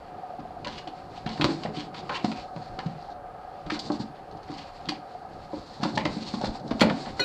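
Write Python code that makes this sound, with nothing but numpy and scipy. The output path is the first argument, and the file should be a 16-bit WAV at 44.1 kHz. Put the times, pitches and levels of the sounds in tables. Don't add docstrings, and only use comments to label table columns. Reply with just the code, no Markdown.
import sys
import numpy as np
from scipy import signal
from scipy.fft import rfft, irfft, next_fast_len
from scipy.io import wavfile
from scipy.ndimage import uniform_filter1d, map_coordinates

SR = 44100
rng = np.random.default_rng(int(sys.argv[2]) if len(sys.argv) > 2 else 0)


def master_out(mix):
    frames = np.transpose(np.atleast_2d(mix))
    ceiling = np.clip(frames, -1, 1)
    pcm = np.round(ceiling * 32767).astype(np.int16)
    wavfile.write(sys.argv[1], SR, pcm)


N = 319284

# (frequency [Hz], level [dB])
CARD_COLOUR = [(900, 13), (1400, 1.5), (2100, 2.5), (3000, -0.5), (3700, -5.5), (5000, -20)]
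# (frequency [Hz], level [dB])
FUR_COLOUR = [(2600, -28), (3500, -9), (4400, -0.5), (5300, -10), (6300, -19.5), (7500, -46)]
# (frequency [Hz], level [dB])
TOP_COLOUR = [(5500, -27), (6500, 1.5), (7500, 1.5), (8600, -6.5), (9600, -16.5)]


def amp(db):
    return 10 ** (np.asarray(db) / 20)


def unit(x):
    return x / np.sqrt(np.mean(x ** 2) + 1e-20)


def along(points, hz):
    f, v = np.transpose(points)
    return np.interp(np.log(hz + 1), np.log(f + 1), v)


def curves(rows):
    s, *columns = np.transpose(rows)
    return [np.interp(np.arange(N) / SR, s, column) for column in columns]


def wobble(rate):
    knots = rng.standard_normal(int(N * rate / SR) + 4)
    return map_coordinates(knots, [np.arange(N) * rate / SR])


def filtered(x, response):
    m = next_fast_len(N + SR // 2)
    return irfft(rfft(x, m) * response(np.fft.rfftfreq(m, 1 / SR)), m)[:N]


def coloured(x, spectrum):
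    def response(hz):
        outside = (hz < spectrum[0][0]) | (hz > spectrum[-1][0])
        return unit(amp(along(spectrum, hz) - 60 * outside))
    return filtered(x, response)


def grit(rate, spread_db, share):
    caught = rng.random(N) < rate / SR
    catches = caught * amp(spread_db * rng.standard_normal(N)) * rng.standard_normal(N)
    share = np.clip(share, 0, 1)
    return np.sqrt(share) * unit(catches) + np.sqrt(1 - share) * rng.standard_normal(N)


def favour(modes, struck_hz, db_per_octave):
    return -db_per_octave * np.abs(np.log2(np.array(modes)[:, :1] / struck_hz))


def ring(modes, t, stretch, attack, scatter_db, detune, lean_db=0):
    hz, db, t60 = np.transpose(modes)[:, :, None]
    chance = rng.standard_normal((2, len(modes), 1))
    fade = amp(db + lean_db + scatter_db * chance[0] - 60 * t / (t60 * stretch))
    shifted_hz = hz * (1 + detune * chance[1])
    x = np.sum(fade * np.sin(2 * np.pi * shifted_hz * t), axis=0) * (1 - np.exp(-t / attack))
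    return x / np.abs(x).max()


def add(track, s, x):
    track[round(s * SR):][:len(x)] += x


def contacts(events, shape, rate, share, stutter_db, stutter_rate, top_db):
    sound, t = np.zeros((3, N + SR)), np.arange(SR // 3) / SR
    stutter = amp(-8 + stutter_db * wobble(stutter_rate))
    force = np.pad(stutter * grit(rate, 4.3, share), (0, SR))
    for s, db, card_hz, treble_db, *length in events:
        push = shape(t, *length) * force[round(s * SR):][:len(t)]
        panel = signal.lfilter(*signal.iirpeak(card_hz, 4.5, SR), push)
        add(sound[0], s, amp(db) * (0.69 * push + 1.25 * panel))
        add(sound[1], s, amp(db + treble_db) * push)
        add(sound[2], s, amp(db + treble_db + top_db) * push)
    return sum(coloured(track[:N], colour) for track, colour in zip(sound, (CARD_COLOUR, FUR_COLOUR, TOP_COLOUR)))


def drone():
    # (frequency [Hz], width [Hz], level [dB])
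    resonances = [(571, 64, -7.5), (738, 84, -1), (779.5, 31, -12.5), (1243, 134, -16), (1572, 140, -22.5)]
    # (time [s], level before a 1.5 dB trim [dB])
    placed_pulses = [(0.233, -24.5), (0.336, -24.5), (0.384, -27), (0.452, -25), (0.506, -25),
                     (0.566, -26.5), (1.358, -27), (2.029, -27), (3.117, -28.5), (4.919, -22.5),
                     (5.15, -27), (5.25, -29), (6.552, -24)]
    # (frequency [Hz], level per Hz [dB])
    hush_colour = [(12, -40), (20, -23), (368, -11.5), (458, -5), (556, -12.5), (638, -29), (731, 0.5),
                   (963, -13), (1230, -15), (1910, -25.5), (3700, -72), (4360, -38.5), (13100, -55.5),
                   (14200, -76)]

    def housing(f):
        return sum(amp(db) * (1j * f * w / (c * c - f * f + 1j * f * w)) ** 2 for c, w, db in resonances)

    flow = amp(1.56 * wobble(60)) * amp(1.8 * wobble(1.55))
    hum = unit(filtered(flow * rng.standard_normal(N), housing))
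    # mean -32 dB, spread 5 dB before the trim
    random_pulses = [(rng.random() * N / SR, rng.normal(-32, 5)) for _ in range(22)]
    pulses, t = np.zeros(N + SR), np.arange(SR // 8) / SR
    for s, db in placed_pulses + random_pulses:
        envelope = amp(db - 1.5 - 60 * t / 0.058) * (1 - np.exp(-t / 0.0014))
        add(pulses, s, envelope * np.sin(2 * np.pi * rng.normal(738.4, 37) * t))
    hush = coloured(rng.standard_normal(N), hush_colour)
    return amp(-44.5) * hum + pulses[:N] + amp(-49) * hush


def rustle():
    # (time [s], fur hiss [dB], card rustle [dB], box rumble [dB])
    movement = [(0.0, -68, -60, -51), (0.4, -68.5, -60.5, -49.5), (1.27, -60.5, -58, -48.5),
                (1.47, -48.5, -50.5, -43), (2.0, -63, -56, -47.5), (2.26, -51, -52, -43.5),
                (2.42, -62.5, -63.5, -51), (2.88, -61, -56, -45.5), (3.19, -74.5, -64, -54),
                (3.65, -65.5, -59.5, -51.5), (3.87, -47.5, -53.5, -46.5), (4.15, -71, -61.5, -51),
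                (4.76, -60, -56, -51), (5.22, -66.5, -62, -53.5), (5.85, -57.5, -57, -49),
                (5.99, -49.5, -56, -35.5), (6.19, -48.5, -50, -43), (6.68, -61.5, -62, -46.5),
                (6.9, -48.5, -51, -39), (7.24, -52.5, -54, -45)]
    # (time [s], level [dB])
    landings = [(0.42, -52), (1.27, -44), (1.45, -41), (2.4, -48), (2.73, -40), (3.67, -45), (4.05, -52),
                (4.47, -60), (5.6, -50), (6.0, -49), (6.09, -44), (6.29, -53), (6.49, -36.5), (6.73, -41),
                (6.85, -42), (7.12, -37.5)]
    # (frequency [Hz], level per Hz [dB])
    boards_colour = [(20, 3), (40, 0), (75, 2), (110, -0.5), (170, -33)]
    rumble_colour = [(50, -39), (100, -3.5), (156, 3.5), (250, -3), (330, 0), (450, -5), (900, -10),
                     (1500, -54)]
    boards_db, boards_swing_db, landing_s = -57, 3, 0.024

    fur_db, card_db, rumble_db = curves(movement)
    stroke = wobble(25) * np.clip((fur_db + 71.5) / 14, 0.2, 1)
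    brush = coloured(grit(1700, 2.8, 0.14), FUR_COLOUR)
    brush_top = 0.19 * coloured(rng.standard_normal(N), TOP_COLOUR)
    fur = amp(fur_db + 4.0 * stroke) * (brush + brush_top)
    card = amp(card_db + 3.1 * stroke) * coloured(grit(1200, 3.3, 0.11), CARD_COLOUR)
    lurch = sum(amp(db) * np.exp(-((np.arange(N) / SR - s) / landing_s) ** 2) for s, db in landings)
    groan = amp(boards_db + boards_swing_db * wobble(4.8))
    boards = (groan + lurch) * coloured(rng.standard_normal(N), boards_colour)
    rumble = amp(rumble_db + 3.2 * wobble(17)) * coloured(rng.standard_normal(N), rumble_colour)
    return fur + card + boards + rumble


def thumps():
    # (time [s], level [dB], strongest lid pitch [Hz],
    # air boom re lid [dB], wall knock re level [dB], strongest wall pitch [Hz])
    blows = [(0.391, -32.5, 277, -3.5, -9, 750), (0.663, -35.5, 264, -6, 7.5, 1070),
             (0.872, -39.5, 335, -19, 3, 770), (1.262, -25.5, 200, -0.5, -4, 720),
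             (1.397, -19.5, 298, -4, -8, 970), (1.418, -22.5, 282, 0, -1, 840),
             (1.443, -12.5, 300, -7, -7.5, 910), (1.49, -23.5, 318, -23, -5.5, 620),
             (1.514, -32, 330, 1.5, -3, 800), (1.651, -28.5, 216, -7, 7.5, 800),
             (1.681, -33.5, 380, 2, -7, 540), (1.712, -38, 230, -6, -19, 700),
             (1.772, -27.5, 297, -2.5, -23, 760), (2.096, -40, 206, 0, 18.5, 990),
             (2.108, -41.5, 402, -9, 17, 1020), (2.244, -14, 255.6, -16.5, -6.5, 790),
             (2.315, -38, 355, 3, 6.5, 755), (2.562, -34, 242, 2.5, -1.5, 730),
             (2.786, -40.5, 234, 2, 12.5, 770), (2.86, -35.5, 202, 15, -1.5, 480),
             (3.664, -35, 306, 3, -7, 770), (3.72, -23.5, 291, -21, -10, 840),
             (3.901, -16.5, 288, -35, -6, 810), (4, -23, 208, -4, -11, 770),
             (4.498, -28, 320, -5, -14, 770), (4.876, -35.5, 200, 2.5, -19, 680),
             (4.889, -26.5, 296, -24, -29, 990), (5.531, -27.5, 296, -23, 1, 790),
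             (5.801, -36.5, 221, 3, -4, 800), (5.83, -19.5, 209, -11, -3.5, 870),
             (5.85, -22.5, 297, -2.5, 2.5, 940), (5.973, -23.5, 197, 2.5, 6, 670),
             (6.054, -20, 272, -5, -0.5, 1010), (6.167, -24, 233, -28, -16, 750),
             (6.338, -20.5, 253, -26, -6, 724), (6.413, -31, 238, -5, 9, 690),
             (6.437, -21.5, 247, -11, -1.5, 586), (6.479, -27.5, 267, -12, -8, 730),
             (6.649, -34, 270, -20, -15, 600), (6.712, -18, 234, -11, -5.5, 740),
             (6.815, -9, 228, -20, 0, 780), (6.828, -22, 253, 0.5, 5.5, 560),
             (6.869, -20, 288, -23, -8, 515), (6.907, -16, 230, -13, -7, 595),
             (6.919, -22, 242, -17, -9, 700), (7.068, -34, 260, -16, 4.5, 730),
             (7.196, -26.5, 372, -8, 0.5, 520)]
    # (frequency [Hz], relative level [dB], t60 before stretch [s])
    lid_modes = [(207, 1.5, 0.064), (228.2, 5, 0.074), (252.7, -1.5, 0.1), (295.7, 0.5, 0.09),
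                 (325.6, -6, 0.15), (415, -8, 0.19)]
    air_modes = [(158.6, 19, 0.083), (160, -15.5, 0.44), (124, -17, 0.035)]
    wall_modes = [(448, 0.5, 0.032), (527.5, 1.5, 0.079), (608, -0.5, 0.1), (687, 5, 0.018),
                  (768, 3, 0.046), (868, -2.5, 0.094), (1010, -0.5, 0.076), (1059, -8.5, 0.06),
                  (1307, 7, 0.015), (1428, -8.5, 0.073), (1580, -12, 0.037)]

    out, t = np.zeros(N + SR), np.arange(SR // 2) / SR
    for s, db, lid_hz, boom_db, knock_db, wall_hz in blows:
        stretch = 0.96 * np.exp(-0.02 * (db + 29.5))
        lid = ring(lid_modes, t, stretch, 0.0042, scatter_db=2.0, detune=0.032,
                   lean_db=favour(lid_modes, lid_hz, 30))
        boom = amp(boom_db) * ring(air_modes, t, stretch, 0.0029, scatter_db=3.5, detune=0.025)
        knock = ring(wall_modes, t, stretch, 0.0011, scatter_db=0.0, detune=0.053,
                     lean_db=favour(wall_modes, wall_hz, 12))
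        contact = amp(-60 * np.arange(900) / SR / 0.016) * rng.standard_normal(900)
        knock = np.convolve(knock[:6000], contact)
        add(out, s, amp(db + 1.5) * (lid + boom))
        add(out, s, amp(db + knock_db + 0.5) * knock / np.abs(knock).max())
    return filtered(out[:N], lambda f: (1j * f / (75 + 1j * f)) ** 2)


def ticks():
    # (time [s], level before colouring [dB], card ring [Hz], relative treble [dB])
    taps = [(0.391, -40.5, 1390, -8.5), (0.6461, -25, 2740, -6.5), (0.6703, -23.5, 1420, -3),
            (0.7808, -30, 2760, -11), (0.8731, -31.5, 3230, -7), (1.2607, -28, 1490, -9.5),
            (1.291, -28, 2030, -3.5), (1.3748, -33, 1590, -6), (1.4113, -12, 3330, -12.5),
            (1.4413, -16, 1300, -4.5), (1.634, -26.5, 3140, -5), (1.6545, -25, 1790, -25),
            (1.9426, -28.5, 1380, -8), (2.0936, -20.5, 1360, -12.5), (2.2441, -22, 1430, -2.5),
            (2.3156, -27.5, 2590, -3.5), (2.562, -37, 1540, -8), (2.7885, -21.5, 1720, -11),
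            (2.859, -37, 1450, -4), (3.6631, -35, 1410, -8), (3.6993, -22, 1340, -10),
            (3.7042, -25.5, 2010, -11), (3.7908, -36.5, 3660, 14), (3.918, -44, 1700, 14),
            (4.3107, -47.5, 3560, 3.5), (4.369, -49, 1590, -1), (4.43, -47, 1500, 3),
            (4.4788, -37.5, 1880, -6), (4.8873, -18, 3160, -4), (5.8313, -19, 1290, -1),
            (5.9524, -40, 3610, 10), (5.9747, -16, 1910, -8), (6.0512, -18, 2070, -7),
            (6.4127, -34, 1410, 4), (6.4427, -27, 1560, -4), (6.595, -52, 1500, 10),
            (6.6763, -50, 1490, 12.5), (6.7076, -22, 1590, -9.5), (6.7958, -25, 3200, 0.5),
            (6.8074, -13.5, 2620, -4.5), (6.8118, -12.5, 2140, -8.5), (6.8194, -17, 2090, -18),
            (6.828, -24.5, 1450, -9), (6.8976, -18, 1470, -16), (7.0563, -30.5, 1610, -19),
            (7.194, -21, 1580, -10.5)]

    def shape(t):
        rasp, crack = amp(-60 * t / 0.071), 0.29 * amp(-60 * t / 0.0044)
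        return (rasp + crack) * (1 - np.exp(-t / 0.00059))

    return contacts(taps, shape, 4000, 0.77, stutter_db=1.53, stutter_rate=150, top_db=-19)


def scrapes():
    # (start time [s], level before colouring [dB], card ring [Hz],
    # relative treble [dB], length before release [s])
    strokes = [(0.685, -42, 3340, -2.5, 0.055), (0.748, -40, 2800, -0.5, 0.05),
               (1.1, -51.5, 1510, -3, 0.03), (1.155, -46.5, 3270, -2, 0.022),
               (1.265, -35.5, 3170, -10, 0.027), (1.305, -42.5, 3270, 2, 0.041),
               (1.46, -39, 1600, -4.5, 0.071), (1.735, -34, 3180, -3.5, 0.073),
               (1.95, -39.5, 3640, -3, 0.042), (2.115, -31, 1730, -10, 0.02),
               (2.135, -26.5, 2820, -8.5, 0.033), (2.19, -47, 2500, -13, 0.03),
               (2.334, -42.5, 2550, -2, 0.092), (2.58, -51.5, 1700, -0.5, 0.11),
               (2.95, -56.5, 1480, 3, 0.17), (3.71, -37.5, 2240, 3, 0.029), (3.735, -33, 1500, -3, 0.025),
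               (3.8, -53, 3600, 3, 0.083), (3.924, -52.5, 1460, 7, 0.032), (3.98, -48, 1550, 5.5, 0.051),
               (4.14, -47, 1450, -10, 0.037), (4.49, -46, 1400, 0, 0.061), (4.54, -44, 2750, -2, 0.083),
               (4.83, -48.5, 3400, -4.5, 0.05), (4.912, -42.5, 2360, -5, 0.039), (5.47, -58, 1600, 9, 0.35),
               (5.797, -37, 1600, -1.5, 0.091), (5.99, -31, 1990, -16, 0.027), (6.07, -46, 1700, -6, 0.059),
               (6.194, -42, 2800, 3.5, 0.059), (6.25, -41, 3500, 5.5, 0.044), (6.32, -43, 3700, 5.5, 0.038),
               (6.42, -38, 1560, 3.5, 0.055), (6.844, -35, 1800, -15, 0.06), (6.95, -44, 1410, -5, 0.017),
               (7.07, -37, 1600, -18, 0.025)]

    def shape(t, length):
        swell = 1 - np.exp(-(t / (0.25 * length)) ** 2)
        release = np.exp(-np.maximum(t - length, 0) / 0.016)
        return swell * release

    return contacts(strokes, shape, 1200, 0.35, stutter_db=2.5, stutter_rate=70, top_db=-18)


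def snaps():
    # (time [s], level before a 4 dB trim [dB], t60 [s])
    cracks = [(1.4113, -52, 0.05), (1.4408, -46, 0.04), (3.7908, -60, 0.09), (4.8873, -55, 0.08),
              (5.8313, -62, 0.06), (5.9747, -58, 0.06), (6.0512, -62, 0.052), (6.4427, -60, 0.05),
              (6.7958, -53, 0.1), (6.8074, -46.5, 0.06), (6.8115, -38.5, 0.05), (7.198, -52, 0.12)]
    # (frequency [Hz], level [dB])
    crack_colour = [(8800, -22.5), (9800, 3), (12500, -2.5), (13800, -13.5), (14600, -43)]

    s, db, t60 = np.transpose(cracks)[:, :, None]
    t = np.arange(N) / SR - s
    attack = 1 - np.exp(-np.maximum(t, 0) / 0.0026)
    envelope = np.sum(amp(db - 4 - 60 * np.abs(t) / t60) * attack, axis=0)
    push = envelope * grit(4000, 3, 0.4)
    return coloured(push, crack_colour) + amp(7.5) * coloured(push, TOP_COLOUR)


def clank():
    # (time [s], level [dB])
    strike_s, strike_db = (7.195, -14.5)
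    # (frequency [Hz], relative level [dB], t60 [s], build-up [s], twin spacing [Hz])
    dish_modes = [(474, -7, .1, .002, 45), (1480, -10, .2, .002, 0), (1870, -16, .08, .002, 0),
                  (2030, -7, .03, .001, 0), (2480, -12, .4, .022, 0), (2950, -12, .2, .003, 35),
                  (3850, -11, .4, .022, 0), (4130, -10, .06, .003, 0), (4260, 3.5, .15, .011, 16),
                  (4700, -18, .04, .002, 0), (5780, -16, .15, .004, 20), (6970, -26, .09, .003, 0),
                  (8250, -34, .1, .003, 0), (12800, -34, .05, .003, 0)]

    out, t = np.zeros(N + SR), np.arange(SR // 4) / SR
    hz, db, t60, rise, twin = np.transpose(dish_modes)[:, :, None]
    waver = uniform_filter1d(rng.standard_normal((len(hz), len(t))), 150, axis=1)
    phase = 2 * np.pi * (hz * t + rng.random(hz.shape) + .004 * np.cumsum(waver, axis=1))
    build_up = 1 - np.exp(-(t / rise) ** 2)
    size = amp(db - 60 * t / t60) * build_up * np.cos(np.pi * twin * t)
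    add(out, strike_s, amp(strike_db) * np.sum(size * np.sin(phase), axis=0))
    return out[:N]


def room(x):
    # (frequency [Hz], t60 [s])
    decay = [(100, 0.39), (500, 0.32), (2000, 0.22), (5000, 0.23), (12000, 0.12)]

    hz, t, z = signal.stft(rng.standard_normal(SR // 2), SR, nperseg=256)
    fade = amp(-60 * t / along(decay, hz)[:, None])
    tail = signal.istft(z * fade, SR, nperseg=256)[1]
    delayed = np.pad(x, (250, 0))
    return signal.fftconvolve(delayed, tail / np.linalg.norm(tail))[:N]


def scene():
    low = thumps()
    high = ticks() + scrapes() + snaps()
    dish = clank()
    answer = amp(-7.5) * room(low) + amp(-9.5) * room(high) + amp(-13) * room(dish)
    return (low + high + dish + answer + rustle() + drone())[None]


def record(dry):
    # (frequency [Hz], level [dB])
    hiss_colour = [(3000, -19), (6000, -3), (9000, 4.5), (13000, 1), (14300, -10)]
    band_limit_hz = 14300

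    hiss = amp(-81.5) * coloured(rng.standard_normal(N), hiss_colour)
    return filtered(dry[0] + hiss, lambda hz: hz < band_limit_hz)[None]


dry = scene()
out = record(dry)
master_out(out)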